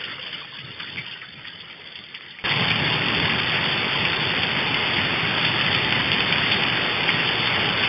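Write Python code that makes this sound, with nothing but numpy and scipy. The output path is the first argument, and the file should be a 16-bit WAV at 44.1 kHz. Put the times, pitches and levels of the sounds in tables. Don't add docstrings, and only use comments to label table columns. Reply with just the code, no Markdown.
import sys
import numpy as np
from scipy import signal
from scipy.fft import rfft, irfft, next_fast_len
from scipy.io import wavfile
from scipy.ndimage import map_coordinates

SR = 44100
rng = np.random.default_rng(int(sys.argv[2]) if len(sys.argv) > 2 else 0)


def bounce(signal):
    frames = np.transpose(np.atleast_2d(signal))
    limited = np.clip(frames, -1, 1)
    pcm = np.round(limited * 32767).astype(np.int16)
    wavfile.write(sys.argv[1], SR, pcm)


N = 347508
TIME = np.arange(N) / SR
CUT_S = 2.439


def amp(db):
    return 10 ** (np.asarray(db) / 20)


def unit(x):
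    return x / np.sqrt(np.mean(x ** 2) + 1e-20)


def add(mix, s, sound):
    part = mix[max(round(s * SR), 0):][:len(sound)]
    part += sound[:len(part)]


def colour(x, points):
    hz, db = np.transpose(points)
    size = next_fast_len(len(x))
    bins = np.fft.rfftfreq(size, 1 / SR)
    gain = amp(np.interp(np.log(bins + 1), np.log(hz), db))
    return irfft(rfft(x, size) * gain, size)[:len(x)]


def unit_in_band(x, band):
    sos = signal.butter(4, band, "bandpass", fs=SR, output="sos")
    return x / np.std(signal.sosfilt(sos, x))


def lowpass(x, edge_hz):
    taps = signal.firwin(2047, edge_hz, window=("kaiser", 8), fs=SR)
    return signal.oaconvolve(x, taps, "same")


def ring(x, hz, width_hz):
    r = np.exp(-np.pi * width_hz / SR)
    return signal.lfilter([1, 0, -1], [1, -2 * r * np.cos(2 * np.pi * hz / SR), r * r], x)


def pulse(t, hz, width_hz):
    wave = ring(1. * (t == 0), hz, width_hz)
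    return wave / np.linalg.norm(wave)


def drift(per_s):
    knots = np.arange(0, N / SR + 1, 1 / per_s)
    return unit(np.interp(TIME, knots, rng.standard_normal(len(knots))))


def impacts(per_s, spread_db, largest):
    size = amp(spread_db * np.minimum(rng.exponential(1, N), largest))
    sign = rng.choice([-1, 1], N)
    struck = rng.random(N) < per_s / SR
    return size * sign * struck


def scatter(sounds, per_s, spread_db, largest):
    out = np.zeros(N)
    for when, pick, size in rng.random((int(per_s * N / SR), 3)):
        size_db = spread_db * min(-np.log(1 - size), largest)
        add(out, when * N / SR, amp(size_db) * sounds[int(pick * len(sounds))])
    return out


def far_hiss(spectrum, flutter_db):
    hiss = colour(rng.standard_normal(N), spectrum)
    return unit_in_band(hiss * amp(flutter_db * drift(25)), (400, 1100))


def patchy(x, depth_db, width_hz, length_s):
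    hz, s, z = signal.stft(x, SR, nperseg=1024, noverlap=768)
    where = np.meshgrid(hz / width_hz, s / length_s, indexing="ij")
    field = map_coordinates(rng.standard_normal((256, 512)), where, order=1, mode="grid-wrap")
    patches = z * amp(depth_db * unit(field))
    flurries = signal.istft(patches, SR, nperseg=1024, noverlap=768)[1][:N]
    return unit(flurries) * np.std(x)


def near_drops(spectrum, per_s, spread_db, spray_db, spray_s, width_hz, clump_db, crack_db, count=400):
    t = np.arange(SR // 20) / SR
    burst = np.exp(-t / .0011) + amp(spray_db) * np.exp(-t / spray_s)
    crack = amp(crack_db) * unit(t == 0)
    ticks = []
    for hz in np.linspace(1100, 3700, count):
        blow = crack + unit(burst * rng.standard_normal(len(t)))
        ticks.append(unit(ring(blow, hz, width_hz)))
    drops = colour(scatter(ticks, per_s, spread_db, largest=3.4), spectrum)
    clumps = amp(clump_db * drift(40))
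    return unit_in_band(drops * clumps, (1500, 3600))


def puddles(per_s, spread_db, damping, ring_s, count=400):
    # frequency in Hz, relative level in dB.
    plop_colour = [(330, -9), (480, -9), (720, -12), (1000, -4.5), (1400, -5.5), (2100, 1), (2500, -0.5),
                   (3200, 1), (3600, -4.5)]
    t = np.arange(SR // 12) / SR
    plops = []
    for hz in np.geomspace(330, 3500, count):
        width_hz = damping * hz
        fizz = ring(ring(rng.standard_normal(len(t)), hz, width_hz), hz, width_hz)
        plops.append(unit(fizz) * np.exp(-t / ring_s))
    plopping = scatter(plops, per_s, spread_db, largest=2.0)
    return unit_in_band(colour(plopping, plop_colour), (1500, 3600))


def splash(slap_db, spray_db, hz, width_hz, slap_s=0.00093, spray_s=.018, crack_share=0.66,
           droplets_per_s=1200, mist_db=-15):
    t = np.arange(SR // 8) / SR
    droplets = rng.choice([-1, 1], len(t)) * (rng.random(len(t)) < droplets_per_s / SR)
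    water = unit(droplets) + amp(mist_db) * rng.standard_normal(len(t))
    fizz = ring(ring(water, hz, 2 * width_hz), hz, 2 * width_hz)
    slap = np.exp(-t / slap_s)
    spray = (1 - slap) * np.exp(-t / spray_s)
    share = np.clip(crack_share, 0, 1)
    crack = np.sqrt(share) * np.linalg.norm(slap) * pulse(t, hz, width_hz)
    hit = crack + np.sqrt(1 - share) * slap * unit(fizz)
    spatter = np.sqrt(np.mean(spray ** 2)) * unit(spray * fizz)
    return amp(slap_db) * hit + amp(spray_db) * spatter


def dribble(slap_db, spray_db, spread_db, low_hz, high_hz, width_hz, count):
    gobs = np.zeros(N)
    for k, (when, size, pitch) in enumerate(rng.random((count, 3))):
        size_db = spread_db * (size - .5)
        hz = low_hz + pitch * (high_hz - low_hz)
        gob = splash(slap_db + size_db, spray_db + size_db, hz, width_hz)
        add(gobs, (k + when) * N / SR / count, gob)
    return gobs


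def drumming(lump_db):
    # frequency in Hz, relative level in dB.
    roof_boom = [(21, -18), (44, -34.5), (63, -16.5), (86, -5), (116, 0.5), (166, 0.5), (216, -4),
                 (305, -10), (610, -16), (1510, -62.5)]
    blows = impacts(per_s=2400, spread_db=2.0, largest=3.0) * amp(lump_db * drift(9))
    return unit_in_band(colour(blows, roof_boom), (70, 260))


def surge():
    # peak time in seconds, rise in dB, half length (to 1/e of the rise) in seconds.
    swells = [(0.678, 9, 0.088), (0.92, 5.5, 0.06), (0.987, 8, 0.036), (1.36, 7, 0.065), (2.0, 3.5, 0.033),
              (2.633, 5.5, 0.08), (2.855, 7, 0.085), (3.2, 4, 0.23), (4.35, 1, 0.15), (5.03, 3.5, 0.044),
              (5.982, 3.7, 0.63), (7.58, 3.5, 0.074)]
    return sum(rise_db * np.exp(-((TIME - s) / half_s) ** 2) for s, rise_db, half_s in swells)


def shower(plop_db=-3.5):
    # frequency in Hz, relative level in dB.
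    hiss_colour = [(50, -16), (110, -9.5), (235, -2.5), (305, 2), (455, 1.5), (705, -4.5), (835, -0.5),
                   (1020, -2.5), (1310, 1.5), (2010, 4.5), (2460, 3.5), (3110, 8), (3590, 0.5)]
    drop_colour = [(310, -7), (910, -14), (1310, -14), (1660, -3), (2110, 3.5), (2400, -10.5), (3000, -1.5),
                   (3590, 6)]
    # time in seconds, strength in dB.
    strength = [(0, 0.5), (0.1, 0), (0.38, 0), (0.47, -3), (0.575, -4.5), (0.63, -4), (0.78, -3), (0.83, 0),
                (0.99, -1.5), (1.13, -3), (1.21, -5), (1.37, -5.5), (1.55, -3.5), (1.85, -6), (2.05, -5.5),
                (2.43, -5)]
    # level at strength 0 in dB, change in dB per dB of strength.
    balance = [(-50, 1.1), (-40, 1.16), (-50, 0.8)]
    far = patchy(far_hiss(hiss_colour, flutter_db=1.5), depth_db=3.0, width_hz=100, length_s=.06)
    ticks = near_drops(drop_colour, per_s=600, spread_db=0.3, spray_db=-28.5, spray_s=0.013,
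                       width_hz=610, clump_db=1.5, crack_db=2.5)
    plops = puddles(per_s=190, spread_db=2.5, damping=0.052, ring_s=0.01)
    gobs = dribble(slap_db=-2.0, spray_db=-3.0, spread_db=5.5, low_hz=1500, high_hz=3300,
                   width_hz=470, count=80)
    near = patchy(ticks + amp(plop_db) * plops, depth_db=3.0, width_hz=92, length_s=0.059)
    roof = drumming(lump_db=0.8) * amp(surge())
    strength_db = np.interp(TIME, *np.transpose(strength))
    layers = far, near + gobs, roof
    return sum(amp(db + follows * strength_db) * layer
               for (db, follows), layer in zip(balance, layers))


def ping(db, hz, attack_s=.002, ring_s=0.021, rise_per_s=.08):
    t = np.arange(SR // 6) / SR
    turns = hz * (t + rise_per_s * t ** 2 / 2)
    envelope = (1 - np.exp(-t / attack_s)) * np.exp(-t / ring_s)
    return amp(db) * envelope * np.sin(2 * np.pi * turns)


def close_drop(db, hz, width_hz=850, tick_s=0.0013, bounce_db=-7, bounce_s=.0016):
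    t = np.arange(SR // 40) / SR
    wide, late, pitch = rng.uniform(0.79, 1.3, 3)
    tick = pulse(t, hz, width_hz * wide)
    add(tick, bounce_s * late, amp(bounce_db) * pulse(t, hz * pitch, width_hz))
    return amp(db) * np.sqrt(tick_s * SR) * tick


def thud(db, hz, swell_s=0.013):
    t = np.arange(SR // 8) / SR
    age = t / swell_s
    return amp(db) * (age * np.exp(1 - age)) ** 2 * np.sin(2 * np.pi * hz * t)


def downpour(plop_db=-6):
    # frequency in Hz, relative level in dB.
    hiss_colour = [(50, -25), (110, -17.5), (235, -1.5), (385, 2), (525, -2.5), (695, -2.5), (845, 2),
                   (985, -0.8), (1410, -1), (2010, 0), (2810, 0.5), (3590, 2)]
    drop_colour = [(310, -18.5), (910, -5), (1460, -4), (1900, 1.4), (2180, 0), (2330, -2.5), (2820, 3.5),
                   (3150, 0.5), (3590, -0.1)]
    far_db, near_db, roof_db = -33.5, -27.5, -34
    far_growth_db_per_s = 0.33
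    patter_follows = 0.22
    far = patchy(far_hiss(hiss_colour, flutter_db=0.3), depth_db=1.06, width_hz=80, length_s=.06)
    ticks = near_drops(drop_colour, per_s=900, spread_db=1.45, spray_db=-22.5, spray_s=0.016,
                       width_hz=1700, clump_db=0.57, crack_db=3.5)
    plops = puddles(per_s=410, spread_db=1.5, damping=0.076, ring_s=0.01)
    gobs = dribble(slap_db=7.5, spray_db=-5, spread_db=3.5, low_hz=1610, high_hz=3360,
                   width_hz=700, count=60)
    near = patchy(ticks + amp(plop_db) * plops, depth_db=2.1, width_hz=90, length_s=.06)
    surge_db = surge()
    from_middle_s = TIME - (CUT_S + N / SR) / 2
    return (amp(far_db + far_growth_db_per_s * from_middle_s) * far
            + amp(near_db + patter_follows * surge_db) * (near + gobs)
            + amp(roof_db + surge_db) * drumming(lump_db=0.0))


def scene():
    # start in seconds, slap level in dB,
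    # spray level in dB, splash centre in Hz, width of the slap's resonance in Hz (the spray's two have twice that).
    runoff = [(0.006, -19, -28, 2870, 1200), (0.012, -31, -36, 1490, 220), (0.0378, -20, -26, 2770, 550),
              (0.077, -37, -30, 1720, 420), (0.115, -32, -40, 1350, 262), (0.183, -30, -40, 1220, 260),
              (0.228, -27, -34, 3230, 400), (0.265, -23, -30, 2930, 500), (0.269, -31, -43, 1200, 220),
              (0.327, -31, -28.5, 2550, 1100), (0.331, -33, -40, 1390, 350), (0.375, -36, -49, 1300, 260),
              (0.402, -25, -32.5, 3220, 700), (0.416, -39, -37.5, 1080, 320), (0.443, -43, -42, 875, 260),
              (0.544, -31, -37, 3300, 600), (0.587, -31, -32.5, 3050, 700), (0.708, -34, -35, 3300, 600),
              (0.7988, -24.5, -27, 2900, 1300), (0.801, -29, -33.5, 1450, 300), (0.84, -38, -37, 1500, 320),
              (0.872, -33, -32.5, 2100, 600), (0.971, -30, -31, 2350, 600), (0.9838, -19, -31, 2230, 420),
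              (1.041, -38, -47, 1300, 220), (1.065, -24, -34, 3000, 380), (1.112, -28, -30.5, 3220, 600),
              (1.189, -30, -42, 2800, 400), (1.2172, -24, -34.5, 1990, 350), (1.225, -35, -36, 1480, 250),
              (1.323, -35, -42, 3050, 400), (1.447, -33, -34, 1950, 550), (1.471, -27, -32, 3200, 900),
              (1.602, -37, -33, 3100, 1200), (1.6995, -31, -37, 3000, 600), (1.807, -35, -41, 1870, 500),
              (1.9558, -25, -32.5, 3070, 650), (2.038, -36, -37, 3170, 600),
              (2.1425, -33, -32.5, 2050, 700), (2.149, -22, -34, 3040, 450), (2.261, -38, -44, 2190, 500),
              (2.308, -33, -41, 3420, 500), (2.388, -29, -42, 2210, 400), (2.513, -18, -21, 2200, 900),
              (2.704, -16, -20, 2460, 600), (3.148, -14, -24, 3090, 796), (3.293, -22, -20.5, 1900, 700),
              (3.4332, -12, -31, 2900, 550), (3.5403, -18, -25, 2400, 1200), (4.052, -12, -19, 2420, 520),
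              (4.434, -9, -22, 2500, 1300), (4.983, -14, -19, 2040, 550), (5.447, -9.5, -15, 2610, 1300),
              (5.612, -5.5, -25, 2780, 850), (5.7483, -7, -21, 2430, 800), (5.925, -10, -20.5, 2130, 900),
              (6.118, -3.8, -27, 2550, 1400), (6.1305, -8, -24, 2750, 1000), (6.324, -15, -16.5, 2200, 900),
              (6.514, -11, -12.5, 2930, 1400), (7.091, -9.5, -17, 2260, 700),
              (7.835, -16, -16.5, 2000, 900)]
    # start in seconds, level in dB, starting pitch in Hz.
    ringing_drips = [(0.04, -33, 2800), (0.08, -32, 1770), (0.975, -25, 2120), (0.982, -26, 2295),
                     (1.15, -37.5, 1900), (1.448, -37, 1870), (2.388, -35, 2210)]
    # start in seconds, level in dB, pitch in Hz.
    clear_drops = [(0.2445, -29.0, 3190), (0.3542, -28, 3090), (0.604, -29, 3220), (0.8148, -31, 2790),
                   (0.9603, -29, 2100), (1.3396, -39.0, 2850), (1.4828, -32, 3170), (1.618, -35, 2920),
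                   (1.7105, -36, 2810), (1.7287, -32, 3020), (1.8086, -41, 1990), (1.8192, -35, 2350),
                   (1.9251, -33, 3180), (1.963, -32, 2790), (1.9902, -29, 3370), (2.2091, -32, 1900),
                   (2.4938, -17, 3220), (2.5225, -16, 2420), (2.54, -15, 2660), (2.7156, -14, 2790),
                   (2.7581, -15.5, 2840), (2.7916, -17, 2680), (3.085, -16, 2780), (3.103, -17, 2740),
                   (3.2014, -16.5, 2550), (3.2552, -13.5, 1980), (3.336, -17.5, 2700), (3.4021, -22, 2540),
                   (3.4826, -16, 3140), (3.4965, -18.5, 3350), (3.5897, -17.5, 1950), (3.664, -15, 2490),
                   (3.8444, -16.5, 2680), (4.1328, -14, 1900), (4.667, -19, 1940), (4.744, -14, 2600),
                   (4.8416, -19.5, 1860), (5.036, -16, 2700), (5.4295, -24, 3050), (5.6646, -14, 2930),
                   (5.7293, -12.5, 3490), (5.9073, -21, 2850), (6.1749, -21.5, 2900), (6.184, -14.5, 2830),
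                   (6.2055, -15, 2500), (6.3614, -16, 2460), (6.3832, -17, 2820), (6.6262, -27, 3010),
                   (6.6367, -14, 2870), (6.7002, -17.5, 2070), (7.1032, -13, 2960), (7.2766, -19, 2750),
                   (7.29, -15, 2940), (7.6907, -15.5, 2730)]
    # start in seconds, level in dB, pitch in Hz.
    roof_gobs = [(0.586, -43, 149), (0.638, -38, 149), (0.976, -33, 125), (1.377, -50, 143)]
    yard = np.where(TIME < CUT_S, shower(), downpour())
    events = (runoff, splash), (ringing_drips, ping), (clear_drops, close_drop), (roof_gobs, thud)
    for table, sound in events:
        for s, *row in table:
            add(yard, s, sound(*row))
    gate = np.clip(abs(TIME - CUT_S + .002) / .002 - 1, 0, 1)
    return (yard * gate)[None]


def record(dry):
    # frequency in Hz, gain in dB.
    mirror = [(4400, -6), (4700, -10.8), (5000, -17.4), (5300, -24), (5600, -33.5), (5900, -47)]
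    camera_rate_hz, camera_edge_hz, top_hz = 8000, 3612, 6000
    band = lowpass(dry[0], camera_edge_hz)
    image = colour(2 * band * np.cos(2 * np.pi * camera_rate_hz * TIME), mirror)
    return lowpass(band + image, top_hz)[None]


dry = scene()
out = record(dry)
bounce(out)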